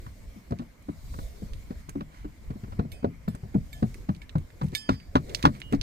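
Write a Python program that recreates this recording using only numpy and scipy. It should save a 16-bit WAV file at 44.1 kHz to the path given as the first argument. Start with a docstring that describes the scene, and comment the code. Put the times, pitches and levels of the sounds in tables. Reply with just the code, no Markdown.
"""Quick steps grow louder as they come closer along a wooden boardwalk, over light wind and faint outdoor hiss.
Each step knocks a plank: damped modes of the wood, a noisy sole crack and the rumble of the deck.
Soles scuff as shaped noise, small hard things click as short noise bursts, and a bit of metal clinks
now and then as dying modes. Wind and hiss are noise with drifting spectra.
A hand-held pair of microphones hears it all; the body shades the left port's treble from the walkway."""
import sys
import numpy as np
from scipy import signal
from scipy.fft import rfft, irfft, next_fast_len
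from scipy.io import wavfile
from scipy.ndimage import uniform_filter1d

SR = 44100
rng = np.random.default_rng(int(sys.argv[2]) if len(sys.argv) > 2 else 0)


def generate_wav(sig):
    """Save sig (samples, or channels by samples) to the path in sys.argv[1] as 16-bit PCM at SR."""
    pcm = np.round(np.clip(np.atleast_2d(sig).T, -1, 1) * 32767).astype(np.int16)
    wavfile.write(sys.argv[1], SR, pcm)


N = 256653

# Spectrum of the outdoor hiss, which also colours the scuffs: hz, level_db (relative, per Hz)
AIR_SPECTRUM = [(88, -37.5), (150, -13.5), (264, -13), (348, -31), (662, -30.5), (960, -24.5),
                (1400, -28.5), (1850, -27.5), (2200, -22.5), (2600, -32.5), (3160, -31), (4240, -28),
                (5790, -30.5), (7470, -30.5), (10400, -36.5), (14800, -33.5), (16000, -56)]


def amp(db):
    """Level law: decibels to amplitude gain."""
    return np.exp(np.asarray(db) * (np.log(10) / 20))


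def read(points, hz):
    """Logarithmic frequency scale: interpolates a spectrum table along it."""
    table_hz, value = np.transpose(points)
    return np.interp(np.log(hz + 1), np.log(table_hz + 1), value)


def octaves(hz, reference_hz):
    """Pitch interval: octaves of a frequency above a reference, safe at 0 Hz."""
    return np.log2((hz + 1) / reference_hz)


def octaves_below(hz, corner_hz):
    """High-pass slope: octaves by which a frequency lies below a corner, else 0."""
    return np.maximum(np.log2(corner_hz / (hz + 1)), 0)


def peaked(x):
    """Peak normalisation: scales the largest excursion to 1."""
    return x / (np.abs(x).max() + 1e-12)


def ring(hz, db, t60, t, phase=0):
    """Modal superposition: a sum of sines, each falling 60 dB in its t60."""
    hz, db, t60, phase = (np.reshape(v, (-1, 1)) for v in (hz, db, t60, phase))
    envelope = amp(db - 60 * t / t60)
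    partials = envelope * np.sin(2 * np.pi * hz * t + phase)
    return (partials * (hz < SR / 2)).sum(0)


def colour(x, db_at):
    """Linear filtering: multiplies the spectrum by a gain in dB given as a function of frequency."""
    size = next_fast_len(len(x))
    gain = amp(db_at(np.fft.rfftfreq(size, 1 / SR)))
    return irfft(rfft(x, size) * gain, size)[:len(x)]


def add(mix, s, sound, pan_db=0):
    """Interaural-style cues: a time lag at the left port and a left-minus-right level difference."""
    lag_s = .00046  # the left port hears the walkway later
    for channel, (delay, db) in enumerate([(lag_s / 2, pan_db / 2), (-lag_s / 2, -pan_db / 2)]):
        start = max(round((s + delay) * SR), 0)
        part = mix[channel, start:][:len(sound)]
        part += amp(db) * sound[:len(part)]


def hiss(points, patchy_db, swell_db, size):
    """Partly coherent random noise at two ports, with drifting patches and a shared flicker, rms 1."""
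    # Left-right likeness of the noise: hz, coherence (0 to 1)
    likeness = [(20, 0.61), (150, 0.98), (600, 0.14), (2000, 0.043), (16000, 0.18)]
    frames, hz = 4 * N // size + 6, np.fft.rfftfreq(size, 1 / SR)
    a, b, c, d, patch = rng.standard_normal((frames, len(hz), 5)).T
    patch = uniform_filter1d(uniform_filter1d(patch, size=12, axis=0), size=10, axis=1)
    swell = uniform_filter1d(rng.standard_normal(frames), size=8)
    same = np.clip(read(likeness, hz), -1, 1)[:, None]
    left = a + 1j * b
    right = same * left + np.sqrt(1 - same ** 2) * (c + 1j * d)
    level_db = read(points, hz)[:, None] + patchy_db * patch / patch.std() + swell_db * swell / swell.std()
    spectra = np.array([left, right]) * amp(level_db)
    out = signal.istft(spectra, nperseg=size, noverlap=3 * size // 4)[1][:, :N]
    return out / out.std()


def wind():
    """Turbulence noise: a lumpy low rumble whose level follows the gusts."""
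    # Gusts: time_s, rms_db
    gusts = [(0.0, -41), (0.13, -47), (0.26, -43.5), (0.68, -48.5), (1.0, -48), (1.2, -37.5), (1.45, -40.5),
             (2.28, -47.5), (2.5, -43.5), (2.77, -45), (2.95, -37.5), (3.13, -50), (3.5, -40.5),
             (4.05, -42.5), (4.4, -45.5), (4.9, -48.5), (5.33, -33.5), (5.55, -45), (5.82, -37.5)]
    # Rumble spectrum: hz, level_db (relative, per Hz)
    rumble_spectrum = [(15, -11), (35, 7.5), (70, -2), (140, -12.5), (300, -22), (700, -25.5), (1500, -100)]
    s, db = np.transpose(gusts)
    rumble = hiss(rumble_spectrum, patchy_db=4.0, swell_db=0.5, size=2048)
    return amp(np.interp(np.arange(N) / SR, s, db)) * rumble


def air():
    """Broadband background noise split into two bands: a steady low part and a treble that rises and falls."""
    # Treble of the hiss: time_s, rms_db
    treble_levels = [(0.0, -63.5), (0.08, -63.5), (0.81, -69), (1.22, -55.5), (1.34, -61), (1.72, -63.5),
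                     (2.12, -69), (2.59, -65), (3.1, -69.5), (3.66, -64.5), (3.81, -60.5), (3.97, -61.5),
                     (4.25, -70), (4.67, -63.5), (4.8, -74), (5.17, -64.5), (5.4, -58.5), (5.82, -69)]
    treble_hz, low_gain_db = 3500, -57
    s, db = np.transpose(treble_levels)
    both = hiss(AIR_SPECTRUM, patchy_db=1.8, swell_db=.7, size=1024)
    high = np.array([colour(x, lambda f: -30 * octaves_below(f, treble_hz)) for x in both])
    treble_gain = amp(np.interp(np.arange(N) / SR, s, db))
    return amp(low_gain_db) * (both - high) + treble_gain * high / high.std()


def deck(t):
    """Dense modal field of joists and farther planks: each random partial dies at the speed of its region."""
    # Deck spectrum: hz, level_db (relative, per Hz)
    deck_spectrum = [(25, -41), (60, 3), (110, 1), (220, -6), (400, -16), (800, -9), (1600, -20.5),
                     (4000, -47)]
    # Deck decay: hz, t60_s
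    deck_decay = [(50, 0.12), (200, 0.29), (600, 0.093), (2000, 0.02)]
    hz = np.exp(rng.uniform(np.log(30), np.log(3000), size=70))
    # partials spread evenly per octave thin out per Hz as 1/f, so each gains 10 log f
    level_db = read(deck_spectrum, hz) + 10 * np.log10(hz)
    return peaked(ring(hz, level_db, read(deck_decay, hz), t, rng.uniform(0, 2 * np.pi, len(hz))))


def steps():
    """Impact excitation of plank modes: the foot loads the wood gradually, the sole cracks, the deck rumbles on."""
    # Heel blows, with toe landings and bounces between:
    # time_s, knock_db, plank_pitch_hz, crack_db (over the knock), damping (factor on the low modes)
    step_table = [(0.065, -35, 96, -1.5, 0.79), (0.359, -37, 226, -40, 0.53),
                  (0.508, -26.5, 209, -10.5, 0.93), (0.522, -20, 211, -8.5, 1.9),
                  (0.595, -28, 228, -7.5, 0.48), (0.62, -36.5, 306, -10, 1.3), (0.887, -25, 273, -10, 0.79),
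                  (1.14, -38.5, 155, 4, 1.5), (1.188, -28, 165.5, -5, 2.2), (1.422, -28.5, 192, -21, 0.74),
                  (1.707, -24, 223, -15, 1.36), (1.888, -33, 123.4, -2, 1), (1.955, -23.5, 277, -13, 0.34),
                  (2.007, -28.5, 220.5, -2.5, 0.8), (2.247, -27.5, 278.4, -13, 0.65),
                  (2.504, -23.5, 142, -16, 1.75), (2.558, -31.5, 200, -28, 0.97),
                  (2.637, -26, 106.6, -16, 1.5), (2.678, -39.5, 137, -9, 2.5),
                  (2.722, -33, 107, -4.5, 0.78), (2.793, -13, 199, -11.5, 1.4),
                  (2.849, -31, 220, -33, 0.92), (3.029, -29, 237, -6, 1.1),
                  (3.045, -8.5, 215.3, -15.5, 1.65), (3.279, -19.5, 202.5, -10, 0.62),
                  (3.348, -25, 108, -12, 1.6), (3.434, -25, 106, -36, 0.53), (3.544, -24, 329, -17, 0.76),
                  (3.551, -12.5, 198.5, -41, 0.66), (3.827, -13.5, 222.3, -13.5, 0.86),
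                  (4.09, -14.5, 173.4, -14, 0.58), (4.355, -13, 150.5, -13, 0.52),
                  (4.614, -21, 190, -4.5, 0.22), (4.632, -18.5, 154.6, -28, 0.48),
                  (4.729, -27, 138, -15, 1.46), (4.891, -13.5, 266.4, 4, 0.55),
                  (4.922, -21.5, 94.2, -35, 0.55), (5.155, -9.5, 273.7, 0.5, 0.98),
                  (5.44, -11, 237.7, -9.5, 0.34), (5.453, -11, 266.7, 12, 0.54),
                  (5.474, -15.5, 181, -43, 2.6), (5.726, -18.5, 219.4, -25, 1.4),
                  (5.733, -13, 264, -10, 0.59)]
    # Plank modes: factor (on the plank's pitch), level_db, t60_s
    plank_modes = [(0.553, -14.5, 0.14), (0.752, -5.5, 0.06), (1.013, 0, 0.057), (1.299, -4.5, 0.033),
                   (1.7, -5.5, 0.031), (2.102, -10, 0.034), (2.602, -15, 0.04), (3.3, -23.5, 0.084),
                   (4.3, -13, 0.015)]
    # Sole crack spectrum: hz, level_db (relative, per Hz)
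    crack_spectrum = [(300, -44), (550, 5), (800, 4.5), (1100, 14), (1350, 5.5), (1650, -0.5),
                      (2200, -10.5), (2900, -7), (4300, -10), (6500, -21), (10000, -32.5), (16000, -46)]
    rise_s, deck_db = .004, -5  # time constant of the load; deck rumble relative to the plank modes
    sole_tilt_db = -0.03  # sole hardness, per octave
    grit_db = 2  # the sole meets the grain unevenly, so the crack stutters
    out, t = np.zeros((2, N)), np.arange(SR // 4) / SR
    factor, mode_db, t60 = np.transpose(plank_modes)
    load = (1 - np.exp(-t / rise_s)) ** 2
    fade = amp(-60 * t / 0.066) + 0.57 * amp(-60 * t / 0.025) + 0.02 * amp(-60 * t / 0.12)
    for s, db, hz, crack_db, damping in step_table:
        spread = rng.standard_normal((2, len(factor)))
        grit, bumps = rng.standard_normal((2, len(t)))
        held = np.where(factor < 1.5, damping, 1)  # the foot's weight damps the low modes
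        mode_hz = hz * factor * (1 + 0.058 * spread[0])
        modes = ring(mode_hz, mode_db, t60 / held, t, 0.74 * spread[1])
        knock = peaked(load * modes) + amp(deck_db) * np.tanh(t / 0.0079) * deck(t)
        crack = colour(grit, lambda f: read(crack_spectrum, f) + sole_tilt_db * np.log2((f + 100) / 1200))
        stutter = amp(grit_db * uniform_filter1d(bumps, size=100) * 10)  # 10 restores rms 1 after smoothing
        crack = peaked(crack * fade * stutter * np.tanh(t / 0.0011))
        start_s = s - .003
        add(out, start_s, amp(db) * knock, pan_db=2.2)
        add(out, start_s + 0.62 * rise_s, amp(db + crack_db) * crack, pan_db=1)
    return out


def scuffs():
    """Friction noise: soles drag over the wood as grainy noise that swells and fades."""
    # Drags: middle_s, half_length_s, rms_db (before the swell)
    scuff_table = [(0.524, 0.089, -82), (2.169, 0.11, -57), (4.23, 0.021, -58), (4.751, 0.032, -46.5),
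                   (4.934, 0.04, -47.5), (5.307, 0.073, -53), (5.394, 0.048, -50.5), (5.436, 0.044, -55),
                   (5.556, 0.047, -53), (5.741, 0.042, -47)]
    tilt_db, grain_db = -4, 2.7  # per octave; rms of the level's roughness
    out = np.zeros((2, N))
    for s, half_length, db in scuff_table:
        grit, bumps = rng.standard_normal((2, SR // 4))[:, :round(half_length * 2 * SR)]
        grain = amp(grain_db * uniform_filter1d(bumps, size=30) * np.sqrt(30))
        rub = colour(grit * grain, lambda f: (
            read(AIR_SPECTRUM, f) + tilt_db * octaves(f, 3000) - 40 * octaves_below(f, 900)))
        swell = np.hanning(len(rub))
        add(out, s - half_length, amp(db) * rub / rub.std() * swell, pan_db=-1.5)
    return out


def clicks():
    """Impulsive contact: short hard ticks, a noise burst around one pitch with a brighter top."""
    # Ticks: start_s, body_peak_db, main_pitch_hz, top_db (over the body)
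    click_table = [(0.51, -40, 5000, -4), (0.588, -40, 3120, -18), (0.825, -64, 2060, 15.5),
                   (1.5343, -34, 3100, -14), (1.8941, -33.5, 1850, 5), (2.0103, -37.5, 1960, -33),
                   (2.9185, -36.5, 3700, -23), (3.2824, -59, 4230, -19), (3.3518, -50.5, 1900, 13.5),
                   (3.5456, -40, 1900, -8), (3.7252, -49, 3580, -1), (3.9436, -38.5, 1760, -2),
                   (4.149, -38, 2840, -8), (4.164, -44, 4110, -2), (4.2193, -38.5, 2270, -30),
                   (4.2943, -33, 2930, -42), (4.3833, -39.5, 2160, -5), (4.5038, -41.5, 2140, -26),
                   (4.7503, -14, 3760, -13), (5.001, -36.5, 2360, -28), (5.2952, -37.5, 3180, -4),
                   (5.348, -8.5, 4200, -41), (5.3708, -42, 2470, -2), (5.394, -38, 2510, -16),
                   (5.4272, -16.5, 3100, -9), (5.5513, -37.5, 2520, -21), (5.6021, -39, 2175, 2.5),
                   (5.6178, -21, 2580, -29), (5.7257, -28.5, 2330, -3.5), (5.7494, -33, 4170, -37),
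                   (5.8134, -15.5, 4000, -32)]
    out, t = np.zeros((2, N)), np.arange(SR // 10) / SR
    decay = amp(-60 * t / 0.0013) + 0.16 * amp(-60 * t / 0.037) + 0.0088 * amp(-60 * t / 0.2)
    shape = np.tanh(t / 0.00014) * decay
    # a patter of five faint ticks at random moments from 4.55 to 4.74 s
    faint = [(np.interp(when, (0, 1), (4.55, 4.74)), -47.5 + 4 * size, 1900 + 900 * pitch, -0.5)
             for when, size, pitch in rng.random((5, 3))]
    for s, db, hz, top_db in list(click_table) + faint:
        a, b = rng.standard_normal((2, len(t)))
        body = colour(a, lambda f: -18 * np.maximum(abs(octaves(f, hz)) - .3, 0))
        top = colour(b, lambda f: -14 * abs(octaves(f, 7500)))
        tick = peaked(body * shape) + amp(top_db) * peaked(top * shape)
        add(out, s, amp(db) * tick, pan_db=-4.5)
    return out


def clinks():
    """Beating mode pairs: small metal parts ring until the next touch damps them; close twins make them waver."""
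    # Clinks: start_s, gain_db, best_woken_hz, fall_off_db (per octave away from it), damped_after_s
    clink_table = [(2.919, -56.5, 4900, 5, 0.1), (2.925, -42, 2640, 55, 0.16),
                   (3.284, -61, 3600, 2.5, 0.13), (3.73, -52, 2480, 4.5, 0.075),
                   (4.217, -58.5, 2070, 8, 0.028), (4.722, -56, 1740, 31, 0.01),
                   (4.751, -36.5, 3640, 6.5, 0.256), (4.777, -43, 5250, 27, 0.11),
                   (4.895, -45, 4800, 24, 0.34), (5.03, -58, 1800, 25, 0.1), (5.621, -25, 2870, 210, .09)]
    # Metal mode strengths, in the order of metal_hz: level_db, t60_s
    metal_modes = [(2, 0.36), (12, 0.041), (-14.5, 0.75), (-24, 0.81), (-9, 0.88), (-8, 0.45), (9, 0.099),
                   (-5, 0.19), (14, 0.019), (-9, 1), (-29, 0.2), (-1.5, 0.33), (-21.5, 0.18), (-5, 0.14),
                   (-12, 0.83), (-51, .25), (11.5, 0.11), (-8, .08), (-1.5, 0.33), (2, 0.29), (-20, 0.26),
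                   (-2, 0.29), (-6.5, 0.31), (10, 0.1), (5, 0.092), (0, 0.18), (-8, 0.07), (-18, 0.055),
                   (12, 0.096), (-16, 0.045)]
    # Metal mode pitches: pitch_hz
    metal_hz = [1739, 2250, 2530, 2880, 3133, 3456, 3628, 4118, 4426, 4755, 4910, 5255, 6125, 6422, 6643,
                6750, 7405, 7779, 8120, 8610, 9600, 10022, 10480, 11450, 11632, 12250, 12990, 13730, 14550,
                15250]
    splash_db, splash_t60_s = 5.5, 0.051  # countless short modes splash at each clink
    out, t, hz = np.zeros((2, N)), np.arange(SR // 3) / SR, np.array(metal_hz)
    mode_db, t60 = np.transpose(metal_modes)
    for s, db, woken_hz, fall_db, length in clink_table:
        spread, phase = rng.standard_normal((2, len(hz))), rng.uniform(0, 2 * np.pi, (2, len(hz)))
        level_db = mode_db + 2 * spread[0] - fall_db * abs(np.log2(hz / woken_hz))
        twin_hz = hz * (1 + .002 * spread[1])
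        modes = ring(hz, level_db, t60, t, phase[0])
        twins = ring(twin_hz, level_db - 2.5, 0.8 * t60, t, phase[1])
        splash = colour(rng.standard_normal(len(t)), lambda f: (
            -fall_db * abs(octaves(f, woken_hz)) - 20 * octaves_below(f, 7000)))
        sound = modes + twins + amp(splash_db - 60 * t / splash_t60_s) * splash
        damped = amp(-60 * np.maximum(t - length, 0) / 0.095)
        add(out, s, amp(db) * sound * damped * np.tanh(t / 0.0004), pan_db=-1.5)
    return out


def scene():
    """Superposition at the two ports; the hand-held body shades the left port's treble from the walkway."""
    shade_hz, shade_db = 2800, -9
    left, right = steps() + clicks() + clinks() + scuffs()
    left = colour(left, lambda f: shade_db / (1 + (shade_hz / (f + 1)) ** 4))
    return np.array([left, right]) + wind() + air()


def record(dry):
    """Soft saturation and band limiting: the input stage rounds off the highest peaks, then a low-pass."""
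    edge_hz = 16100
    soft = .95 * np.tanh(dry / .95)
    low_pass = signal.firwin(511, edge_hz, window=("kaiser", 9), fs=SR)
    return signal.oaconvolve(soft, low_pass[None], "same", axes=1)


dry = scene()
out = record(dry)
generate_wav(out)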